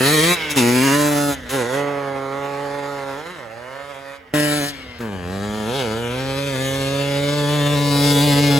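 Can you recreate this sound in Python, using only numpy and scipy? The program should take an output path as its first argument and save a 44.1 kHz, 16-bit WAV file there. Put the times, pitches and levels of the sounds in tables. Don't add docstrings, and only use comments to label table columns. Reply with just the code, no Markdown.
import sys
import numpy as np
from scipy import signal
from scipy.fft import rfft, irfft, next_fast_len
from scipy.io import wavfile
from scipy.ndimage import uniform_filter1d, map_coordinates

SR = 44100
rng = np.random.default_rng(int(sys.argv[2]) if len(sys.argv) > 2 else 0)


def to_wav(s):
    ch = np.atleast_2d(s).T
    pcm = np.round(np.clip(ch, -1, 1) * 32767)
    wavfile.write(sys.argv[1], SR, pcm.astype(np.int16))


N = 378819
TIME = np.arange(N) / SR
NEW_PLACE_S = 4.338

# f/Hz, gain/dB
RUMBLE_EQ = [(20, -35), (35, -6), (55, 1.5), (80, 5.5), (130, -7), (250, -12), (600, -9.5), (1500, -51)]
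# t/s, level/dB
RUMBLE_DB = [(0, -42), (1.2, -49), (1.45, -40), (1.65, -50), (2.2, -51.5), (4.25, -58), (4.45, -43.5),
             (6.4, -40.5), (7.3, -42), (8.59, -37)]
# f/Hz, T60/s
FOREST_T60 = [(100, 0.58), (500, 0.3), (2000, 0.33), (6000, 0.13), (16000, 0.14)]

# t/s, range/m
AWAY_M = [(0, 4.17), (.3, 4.53), (.6, 3.42), (.9, 3.7), (1.3, 5.17), (1.78, 7.1), (2, 11.7), (2.75, 15.1),
          (3.15, 20.1), (3.5, 42), (3.8, 32.3), (4.3, 40)]
BACK_M = [(4.34, 3.5), (4.65, 7.6), (5.2, 11.3), (5.8, 8.1), (6.2, 9.47), (7.3, 5.92), (8.1, 3.6),
          (8.59, 3.17)]
# t/s, lead/us
LEAD_US = [(0, 31), (1, 2), (4.3, 33), (4.34, -71), (4.9, -79), (5.6, 13), (6.3, 44), (7.3, 42), (8.6, -12)]
# f/Hz, left minus right/dB
BALANCE_AWAY = [(100, 1.5), (380, 3.5), (480, -7), (650, -12), (900, -6), (1500, -3.5), (2400, -2.5),
                (3600, 4.5), (5500, 6.5), (6800, 0)]
BALANCE_BACK = [(100, 1.5), (380, 0.5), (480, -5.5), (650, -10.5), (900, 3.5), (1400, 7), (2700, 4.5),
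                (3600, 0.5), (5600, 9), (6800, 0)]
# f/Hz, phase between ears/turns
WIDENING = [(7400, 0), (9000, .5), (9400, .52), (10900, 1), (11600, 1), (13000, 1.5), (13700, 1.52),
            (14600, 2)]
# start/s, thickest/s, clear/s
SNOW_CLOUD_S = (1.75, 1.85, 3.23)
# boom/dB, bark/dB, rasp/dB, hiss/dB
SNOW_LOSS_DB = [0, 2, 7, 10]

# t/s, f/Hz
REVS_LAUNCH = [(0.0, 124.7), (0.14, 156.3), (0.19, 150.7), (0.28, 173), (0.335, 178), (0.37, 166),
               (0.4, 160), (0.46, 153.6), (0.5, 148.7), (0.55, 146)]
REVS_PASS = [(0.561, 141.3), (0.62, 117), (0.79, 127.1), (0.852, 138.7), (0.887, 135.1), (0.94, 143.2),
             (1, 148.7), (1.289, 142.8), (1.34, 138.3), (1.39, 128.6), (1.487, 119.7)]
REVS_FIELD = [(1.501, 130.2), (1.551, 140.6), (1.64, 114.2), (1.77, 141.4), (1.841, 143.7), (2.27, 134.6),
              (2.37, 140.1), (2.879, 142), (3.149, 135.8), (3.32, 184.7), (3.351, 172.7), (3.419, 124),
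              (3.479, 107.9), (3.502, 110.1), (3.789, 140.3), (3.909, 142.2), (3.941, 135.3),
              (4.181, 140.4), (4.23, 131), (4.33, 121)]
REVS_NEAR = [(4.335, 149.2), (4.58, 147.7), (4.63, 139.6), (4.69, 147), (4.75, 135.3), (4.85, 127.6),
             (4.9, 123.7), (4.98, 119)]
REVS_RETURN = [(5.0, 122.1), (5.107, 99.9), (5.23, 85.6), (5.266, 87.6), (5.33, 96.3), (5.396, 98.3),
               (5.44, 102.9), (5.588, 108.5), (5.628, 105.1), (5.66, 107.7), (5.708, 120.9), (5.768, 141.7),
               (5.792, 137.2), (5.878, 108.2), (5.91, 106.9), (6.01, 118.4), (6.09, 119.5), (6.2, 131.7),
               (6.47, 141), (6.56, 130.1), (6.71, 136.7), (6.87, 136.1), (6.98, 139.7), (7.2, 141.3),
               (7.37, 146.4), (7.45, 143.8), (7.55, 147.9), (7.61, 144.3), (7.74, 147.9), (7.76, 143.8),
               (8.2, 142), (8.25, 147.4), (8.33, 141.2), (8.43, 145.2), (8.58, 139)]
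# open/s, shut/s, base attack/s, base release/s, treble bite/dB
PULLS = [(-.05, 0.363, .02, 0.046, -9), (0.495, 0.557, 0.085, 0.1, 0), (0.555, 1.36, 0.0098, 0.052, -0.5),
         (1.489, 4.199, 0.054, 0.089, 2), (4.328, 4.727, 0.0024, 0.086, -10),
         (4.99, 8.7, 0.017, 0.066, -22.5)]
# t/s, half length/s, depth/0-1
EASES = [(1.681, 0.059, 0.32), (3.23, 0.037, 0.25), (3.345, 0.033, 0.28), (3.573, 0.072, 0.01),
         (3.933, 0.029, 0.2), (4.032, 0.043, 0.08), (5.189, 0.12, 0.21), (5.971, 0.15, 0.04)]
# t/s, half length/s, scatter/0-1
STUMBLES = [(3.38, .05, .7), (5.17, .17, .2), (5.6, .12, .1), (5.83, .05, .2)]

# f/Hz, gain/dB
AIRBOX_EQ = [(200, -45), (380, -22), (440, 12), (470, 1.5), (510, -4.5), (620, -12), (1200, -29)]
# start/s, end/s, multiple of firing rate, level/dB
WHINES = [(0.36, 0.46, 14, -29), (0.45, 0.56, 15, -31), (0.38, 0.5, 19, -39), (1.331, 1.491, 15, -47),
          (4.172, 4.344, 15, -56), (4.73, 4.97, 17, -43), (4.79, 4.92, 23, -53), (4.74, 4.9, 31, -54)]
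# t/s, level/dB
CRACKS = [(0.498, -30), (0.56, -27), (1.493, -27.5), (4.338, -24), (4.987, -41), (5.005, -39)]
# f/Hz, gain/dB
CRACK_EQ = [(150, -27), (500, -4), (1800, 9), (5000, -5.5), (15000, -7)]
# f/Hz, width/Hz, gain/dB
CASING_MODES = [(1725, 26, 2), (2152, 37, 4.5), (2960, 29.4, 1), (3377, 22.4, 0), (3490, 41.7, -18),
                (4700, 43.5, -11)]
# t/s, half length/s, f/Hz, width/Hz, gain/dB
PIPE_RESONANCES = [(0.4, 0.38, 2060, 99, 8.5), (0.59, .04, 2830, 90, 5), (2.28, .15, 1200, 140, 9),
                   (2.68, 0.87, 1100, 43, 6.5), (2.9, .07, 1300, 136, 10), (3.52, 0.16, 810, 46.7, 15),
                   (3.92, 0.31, 1080, 77, 6), (4.078, 0.079, 1840, 110, 19), (0.92, .32, 1800, 180, 12),
                   (8.1, .55, 3500, 150, 6), (5.35, 0.12, 690, 110, 8), (6.1, 0.093, 2310, 150, 5),
                   (5.7, .12, 3500, 299.3, 1), (5.76, 0.099, 880, 70, 4), (7.1, 0.24, 2060, 80, -5),
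                   (7.5, 0.35, 1770, 76.6, 6.5), (7.77, 0.59, 2163, 102, -1), (3.7, .16, 576, 55, 6),
                   (1.22, 0.17, 1330, 116, 15)]
# firing rate/Hz, relative strength
SECOND_PULSE = [(118, .3), (136, .1)]
# f/Hz, gain/dB
BARK_GAS_EQ = [(600, -9), (1100, -7), (1900, -3), (2700, 1)]
HISS_NEAR_EQ = [(4000, -31), (6000, 2), (7500, -4.5), (9500, 1), (12000, -9), (14000, -6), (16000, -19)]
HISS_FAR_EQ = [(4000, -1), (6000, 11.5), (7500, 4), (9500, 7.5), (12000, -2.5), (14000, -2), (16000, -15)]

# f/Hz, gain/dB
LAUNCH = [(60, -53), (130, 18.5), (300, 20), (480, 19), (620, 4.5), (800, -10), (1100, -6), (1500, -14.5),
          (1750, -8), (1920, 0), (2100, -9), (2350, -4), (2800, -24), (3300, -23), (6000, -28.5),
          (7800, -58)]
PASSING = [(59, -65), (100, -5), (125, 4), (228, 8), (257, 14), (490, 0.5), (620, -7), (740, -21),
           (851, -14), (970, -11.5), (1150, -22), (1450, -23.5), (1720, -18.5), (1840, -24), (2250, -17),
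           (2700, -21.5), (3240, -26), (4560, -28.5), (6000, -23), (7800, -80), (13200, -120)]
QUARTER = [(59, -101), (100, 4.5), (310, 17), (440, 6), (604, 11), (730, -0.5), (875, -8.5), (1020, -2.5),
           (1160, -16), (1450, -6), (1650, -14), (1940, -12), (2200, -16.5), (2590, -18.5), (3240, -23),
           (4800, -24), (6000, -22.5), (7800, -54), (13200, -120)]
REAR = [(59, -106), (100, 28.5), (257, 32.5), (415, 35), (500, 41), (574, 31), (720, 3), (860, 5),
        (1020, -1), (1180, -5), (1400, -4.5), (1630, -6.5), (2070, -7), (2600, -19), (3200, -19.5),
        (3910, -22.5), (6000, -28), (7800, -84), (13200, -120)]
DISTANT = [(59, -12), (100, 19), (143, 13.5), (275, 15), (387, 16), (450, 15.5), (560, 26.5), (700, 7),
           (850, -2), (976, 1.5), (1300, -0.5), (1550, -2), (1870, -1), (2180, -6), (2420, -11.5),
           (6000, -24), (7800, -72), (13200, -100)]
FLANK = [(60, -67), (140, 17), (300, 23.5), (450, 13), (600, 19), (750, 10), (900, -2.5), (1050, 7),
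         (1180, -2), (1350, 4), (1500, 2.5), (1630, 5), (1790, 7), (2150, 1.5), (3200, -8), (6000, -9),
         (7800, -48)]
CROSSING = [(40, -63), (75, 40.5), (110, 26.5), (205, 37.5), (320, 25), (440, 31.5), (580, 17), (720, -11),
            (900, -9.5), (1080, -16), (1350, -17), (1480, -18), (1620, -10), (1900, -20), (2500, -23),
            (3200, -18), (3900, -22.5), (6000, -27), (7800, -41)]
SURGING = [(60, -32), (100, 31), (140, 29), (220, 33.5), (280, 26), (340, 29), (420, 32.5), (490, 38),
           (560, 24.5), (640, 12), (750, 0), (950, -2), (1150, -9), (1400, -1), (1900, -12.5), (2700, -10),
           (3700, -13), (6000, -21.5), (7800, -33)]
TURNING = [(59, -90), (100, 32), (275, 29.5), (430, 25), (560, 27.5), (700, -9), (840, -7.5), (1100, -14),
           (1470, -15.5), (1750, -16.5), (2300, -17.5), (2780, -17), (3590, -9.5), (4600, -15.5),
           (6000, -22), (7800, -74), (13200, -120)]
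FRONT = [(59, -59), (100, 26.5), (294, 25.5), (436, -4), (594, 9), (717, -20), (881, -21), (1240, -26),
         (1660, -31), (1900, -34), (2180, -25.5), (2680, -27), (3100, -21.5), (3520, -15), (4120, -16.5),
         (6000, -20), (7800, -48), (13200, -120)]
COASTING = [(60, -22), (140, 9), (280, 25), (380, -6), (480, 17.5), (750, 5), (1200, -0.5), (1650, 3.5),
            (1900, 0.5), (2150, 4), (2400, -8), (2800, -8.5), (4200, -20), (6000, -20)]
# start/s, end/s, colour, direct share of bark/0-1, gas/dB, casing/dB,
# bark/dB, rasp/dB, hiss/dB, air box at 1 m/dB
SIDES = [(0, 0.388, LAUNCH, 0.05, -5.5, -24, 3.5, 4, 6.5, -21),
         (0.54, 0.864, PASSING, 0.25, -5, -24, 0, -2, 1.5, -28),
         (1.023, 1.434, QUARTER, 0.45, -4, -30, 0.5, -3.5, 1.5, -36),
         (1.924, 3.1, REAR, 0.65, 0, -24, 7, -3, -3, -31),
         (3.4, 4.3, DISTANT, 0.65, -2, -24, 4, -1.5, -2, -25),
         (4.345, 4.75, FLANK, 0.45, -1, -20, 0.5, -1, 4, -33),
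         (4.902, 5.62, CROSSING, 0.45, -4.5, -24, 0.5, -0.5, -2.5, -33),
         (5.73, 5.93, SURGING, 0.55, -5.5, -22, 1, -0.5, -2.5, -35),
         (6.206, 7.296, TURNING, 0.3, -5, -9, 1, -1.5, -5, -23),
         (8.002, 8.6, FRONT, 0.3, -7, -8, -0.5, -1.5, -5.5, -16)]
BAND_EDGES_HZ = [700, 2800, 6000]
# base level/dB, loss per distance doubling/dB, gain per rev octave/dB,
# shut-throttle drop/dB, release scale
BANDS = [(-3.5, 7, -1, 17.5, 1), (-14.7, 5.5, 2, 11.5, 0.64), (-15.2, 6.5, 10.5, 9, 0.38),
         (-12.5, 7.5, 8.5, 19.5, 0.4)]
# t/s, half length/s, bark/dB, rasp/dB, hiss/dB
FLARES = [(0.065, 0.058, 3, 7, 4.5), (0.32, 0.092, 1, -2, -2.5), (0.427, 0.17, 4.5, 0.5, -2),
          (0.593, 0.045, 1, 7.5, 5), (0.91, 0.11, 5, 2, 0.5), (3.297, 0.046, -0.5, -2, -2),
          (3.437, 0.042, 2.5, 2, -1), (3.681, 0.097, 3, -1, 0), (3.795, 0.074, 2.5, -2, -3),
          (3.947, 0.032, 2, 3, 5), (4.11, 0.057, 0.5, -1, 1), (5.783, 0.096, 2, 7, 2.5),
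          (6.669, 0.36, -0.5, 2, 7), (8.131, 0.32, -1, 3.5, 7)]


def amp(db):
    return 10 ** (np.asarray(db) / 20)


def unit_rms(x):
    return x / np.sqrt(np.mean(x ** 2) + 1e-20)


def curve(points):
    return np.interp(TIME, *np.transpose(points))


def at_hz(points, hz):
    f, value = np.transpose(points)
    return np.interp(np.log(hz + 1), np.log(f + 1), value)


def smooth(x, size, axis=-1):
    return uniform_filter1d(uniform_filter1d(x, size, axis), size, axis)


def wander(samples):
    return unit_rms(smooth(rng.standard_normal(N), samples))


def swell(peak_s, half_s):
    return np.maximum(1 - abs(TIME - peak_s) / half_s, 0)


def colour(x, eq, size=4096):
    hz = abs(np.fft.fftfreq(size, 1 / SR))
    gain, flat_bass = amp(np.maximum(at_hz(eq, np.array([hz, np.maximum(hz, 140)])), -100))
    lag_rad = signal.hilbert(np.log(flat_bass)).imag
    taps = np.fft.fftshift(np.fft.ifft(gain * np.exp(-1j * lag_rad)).real) * np.hanning(size)
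    return signal.oaconvolve(x, taps[None], axes=1)[:, size // 2:][:, :N]


def fft_filter(x, gain):
    size = next_fast_len(N + 2000, True)
    return irfft(rfft(x, size) * gain(np.fft.rfftfreq(size, 1 / SR)), size)[..., :N]


def band(x, index):
    def gain(hz):
        lowpasses = [0] + [1 / (1 + (hz / edge) ** 16) for edge in BAND_EDGES_HZ] + [1]
        return lowpasses[index + 1] - lowpasses[index]
    return fft_filter(x, gain)


def turbulence(level_db, eq, spread=0.19):
    noise = rng.standard_normal((3, N))
    return amp(level_db) * unit_rms(colour(noise[0] + spread * noise[1:], eq))


def rumble(gust_db=1.5):
    return turbulence(curve(RUMBLE_DB) + gust_db * wander(samples=3500), RUMBLE_EQ)


def forest(x, gap_s=0.059):
    echoes = rng.standard_normal((2, SR)) * (rng.random((2, SR)) < .05) * (TIME[:SR] > gap_s)
    hz, t, spectrum = signal.stft(echoes, SR, nperseg=256)
    decay = amp(-60 * t / at_hz(FOREST_T60, hz)[:, None])
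    tail = signal.istft(spectrum * decay, SR, nperseg=256)[1]
    mid_gain = np.sqrt(np.mean(abs(rfft(tail, SR)[:, 200:2000]) ** 2))
    return signal.fftconvolve(x, tail / mid_gain, axes=1)[:, :N]


def pan(x, balance):
    def gain(hz):
        sides = amp(np.outer([1, -1], at_hz(balance, hz)) / 2)
        return sides / sides.mean(0)
    return fft_filter(x, gain)


def bearing(x):
    lead = curve(LEAD_US) * SR / 1e6
    left = map_coordinates(x[0], [np.arange(N) + lead], order=3, mode="nearest")
    return np.array([left, x[1]])


def facing():
    times = [s for side in SIDES for s in side[:2]]
    return np.array([np.interp(TIME, times, np.repeat(row, 2)) for row in np.eye(len(SIDES))])


def airbox(level_db, doublings, loss_db=6):
    return turbulence(level_db - loss_db * doublings, AIRBOX_EQ)


def gears(turns, sideband_db=-9, fade_s=.025):
    out = np.zeros(N)
    for step in (-1, 0, 1):
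        waver = 1 + .22 * wander(samples=900)
        for start_s, end_s, order, db in WHINES:
            gate = np.clip(np.minimum(TIME - start_s, end_s - TIME) / fade_s, 0, 1)
            tone = np.sin(2 * np.pi * (order + step) * turns)
            out += gate * waver * amp(db + sideband_db * abs(step)) * tone
    return out


def cracks(decay_s=0.045):
    envelope = sum(amp(db) * (TIME >= s) * np.exp(-abs(TIME - s) / decay_s) for s, db in CRACKS)
    return envelope * unit_rms(colour(rng.standard_normal((1, N)), CRACK_EQ))


def throttle(release_scale, attack_scale):
    opened = np.zeros(N)
    for open_s, shut_s, attack_s, release_s, _ in PULLS:
        attack = (TIME - open_s) / max(attack_scale * attack_s, .003)
        release = (shut_s - TIME) / (release_scale * release_s)
        opened = np.maximum(opened, np.minimum(attack, release))
    return np.minimum(opened, 1)


def band_levels_db(firing_hz, doublings, beam_db, cruise_hz=140, bite_s=0.091):
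    octaves = np.log2(firing_hz / cruise_hz)
    cloud = np.interp(TIME, SNOW_CLOUD_S, [0, 1, 0])
    flare_db = sum(np.outer(db, swell(s, half_s)) for s, half_s, *db in FLARES)
    bite_db = sum(db * (TIME >= s) * np.exp(-abs(TIME - s) / bite_s) for s, *_, db in PULLS)
    power = np.clip(1 - sum(depth * swell(s, half_s) for s, half_s, depth in EASES), 0, 1)
    trebles = [0.033, 0.18, 1.0, 0.89]
    levels_db = []
    for row, lift_db, snow_db, treble in zip(BANDS, [0, *(beam_db + flare_db)], SNOW_LOSS_DB, trebles):
        base_db, loss_db, revs_db, shut_db, release_scale = row
        opened = power * throttle(release_scale, 1 - treble)
        full_db = base_db + lift_db - loss_db * doublings + revs_db * octaves - snow_db * cloud
        levels_db.append(full_db - shut_db * (1 - opened) + treble * bite_db * opened)
    return levels_db


def lobes(x, rasp_db, depth_db=2.2, width_hz=230, hold_s=0.068):
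    hz, t, spectrum = signal.stft(x, SR, nperseg=1024)
    ripple = rng.standard_normal((len(t), len(hz))).T
    ripple = smooth(ripple, round(width_hz / hz[1]), axis=0)
    ripple = unit_rms(smooth(ripple, round(hold_s / t[1]), axis=1))
    treble = np.interp(hz, [900, 2500], [0, 1])[:, None]
    faint = np.interp(np.interp(t, TIME, rasp_db), [-52, -44], [1, 0])
    shaken = np.maximum(treble, np.outer(np.interp(hz, [500, 900], [0, 1]), faint))
    pipe_db = 0
    for peak_s, half_s, f, width, db in PIPE_RESONANCES:
        peak = np.exp(-((hz - f) / width) ** 2)
        pipe_db += db * np.outer(peak, np.interp(t, TIME, swell(peak_s, half_s)))
    return signal.istft(spectrum * amp(depth_db * shaken * ripple + pipe_db), SR, nperseg=1024)[1][:, :N]


def flutter(layers, levels_db, depths_db=(.4, .9, .9, .7)):
    bumps = wander(samples=700)
    out = np.zeros((2, N))
    for layer, level_db, depth_db in zip(layers, levels_db, depths_db):
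        rms = np.sqrt(abs(smooth(layer.mean(0) ** 2, size=800)) + 1e-14)
        out += layer / rms * amp(level_db + depth_db * bumps)
    return out


def casing(knocks):
    def gain(hz):
        return sum(amp(db) / (1 + 2j * (hz - f) / width) for f, width, db in CASING_MODES)
    return unit_rms(fft_filter(knocks, gain))


def pipe_wall(pulses, ring_s=.007, spread=0.56, patterns=38, size=1200):
    rings = rng.standard_normal((patterns, 3, size)) * np.exp(-TIME[:size] / ring_s)
    out = np.zeros((2, N))
    for k, (both, left, right) in enumerate(rings):
        offset = np.linspace(0, patterns - 1, N) - k
        span = np.flatnonzero(abs(offset) < 1)
        ring = both + spread * np.array([left, right])
        knocks = pulses[span] * np.cos(np.pi / 2 * offset[span])
        out[:, span[0]:span[-1] + size] += signal.oaconvolve(knocks[None], ring, axes=1)[:, :N - span[0]]
    return unit_rms(out)


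def gas(turns, steady=1.0, decay_turns=0.0057, spread=0.84):
    noise = rng.standard_normal((3, N))
    envelope = steady + np.exp(-(turns % 1) / decay_turns)
    return unit_rms((noise[0] + spread * noise[1:]) * envelope)


def hiss(turns, wall, rasp_db, hiss_db, gas_db=2):
    jet = wall + amp(gas_db) * gas(turns, steady=0.77, decay_turns=0.04)
    beamed = lobes(jet[:1], rasp_db)
    near = np.interp(hiss_db, [-38, -26], [0, 1])
    return band(near * colour(beamed, HISS_NEAR_EQ) + (1 - near) * colour(beamed, HISS_FAR_EQ), 3)


def firings(turns, shut, scatter=0.015, coast_scatter=0.13, jitter_s=1.3e-5):
    onsets = np.interp(np.arange(1, int(turns[-1])), turns, np.arange(N))
    late, strong = rng.standard_normal((2000, 2))[:len(onsets)].T
    stumble = sum(depth * swell(s, half_s) for s, half_s, depth in STUMBLES)
    uneven = scatter + coast_scatter * shut + stumble
    strength = 1 + uneven[onsets.astype(int)] * strong
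    onsets += jitter_s * SR * late
    taps = onsets.astype(int)[:, None] + np.arange(-8, 9)
    offset = taps - onsets[:, None]
    pulses = strength[:, None] * np.sinc(offset) * np.sinc(offset / 9)
    return unit_rms(np.bincount(np.clip(taps, 0, N - 1).ravel(), pulses.ravel(), N))


def engine(firing_hz, turns, shut, weights, levels_db, boom_gas_db=-15, rasp_gas_db=-0.5,
           coast_gas_db=6, coast_direct=0.076, second_lag_turns=0.246):
    rasp_db, hiss_db = levels_db[2:]
    direct, gas_db, casing_db = np.transpose([side[3:6] for side in SIDES]) @ weights
    direct = np.clip(direct * (1 - shut) + coast_direct * shut, 0, 1)
    pulses = firings(turns, shut)
    puffs = amp(gas_db + coast_gas_db * shut) * gas(turns)
    wall = pipe_wall(pulses)
    metal = wall + amp(casing_db) * (1 - shut) * casing(pulses + puffs) / 2
    second = np.interp(firing_hz, *np.transpose(SECOND_PULSE)) * firings(turns - second_lag_turns, shut)
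    boom = pulses + amp(boom_gas_db) * puffs
    bark = np.sqrt(direct) * (pulses + second) + np.sqrt(1 - direct) * metal + colour(puffs, BARK_GAS_EQ)
    rasp = metal + amp(rasp_gas_db) * puffs
    drive = lobes(band(boom, 0) + band(bark, 1) + band(rasp, 2), rasp_db)
    pulling = sum(weight * colour(drive, side[2]) for weight, side in zip(weights, SIDES))
    voice = bearing((1 - shut) * pulling + shut * colour(drive, COASTING))
    return [band(voice, 0), band(voice, 1), band(voice, 2), hiss(turns, wall, rasp_db, hiss_db)]


def scene(forest_db=-33, forest_per_doubling_db=4.5, wheel_slip=.004):
    firing_hz = curve(REVS_LAUNCH + REVS_PASS + REVS_FIELD + REVS_NEAR + REVS_RETURN)
    first_place = TIME < NEW_PLACE_S
    doublings = np.log2(np.where(first_place, curve(AWAY_M), curve(BACK_M)))
    weights = facing()
    *beam_db, airbox_db = np.transpose([side[6:] for side in SIDES]) @ weights
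    levels_db = band_levels_db(firing_hz, doublings, beam_db)
    shut = 1 - throttle(release_scale=0.32, attack_scale=0)
    waver = 1 + wheel_slip * (1 - shut) * wander(samples=1800)
    turns = np.cumsum(firing_hz * waver) / SR
    bike = flutter(engine(firing_hz, turns, shut, weights, levels_db), levels_db)
    bike += cracks() + gears(turns) + airbox(airbox_db, doublings)
    bike = np.where(first_place, pan(bike, BALANCE_AWAY), pan(bike, BALANCE_BACK))
    return bike + forest(amp(forest_db + forest_per_doubling_db * doublings) * bike) + rumble()


def record(dry, low_cut_hz=42, high_cut_hz=16000):
    def phase_split(hz):
        return np.exp(1j * np.pi * np.outer([-1, 1], np.interp(hz, *np.transpose(WIDENING))))
    highpass = signal.butter(2, low_cut_hz, "high", fs=SR, output="sos")
    lowpass = signal.firwin(511, high_cut_hz, window=("kaiser", 9), fs=SR)
    wide = fft_filter(dry, phase_split)
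    return signal.oaconvolve(signal.sosfilt(highpass, wide), lowpass[None], "same")


dry = scene()
out = record(dry)
to_wav(out)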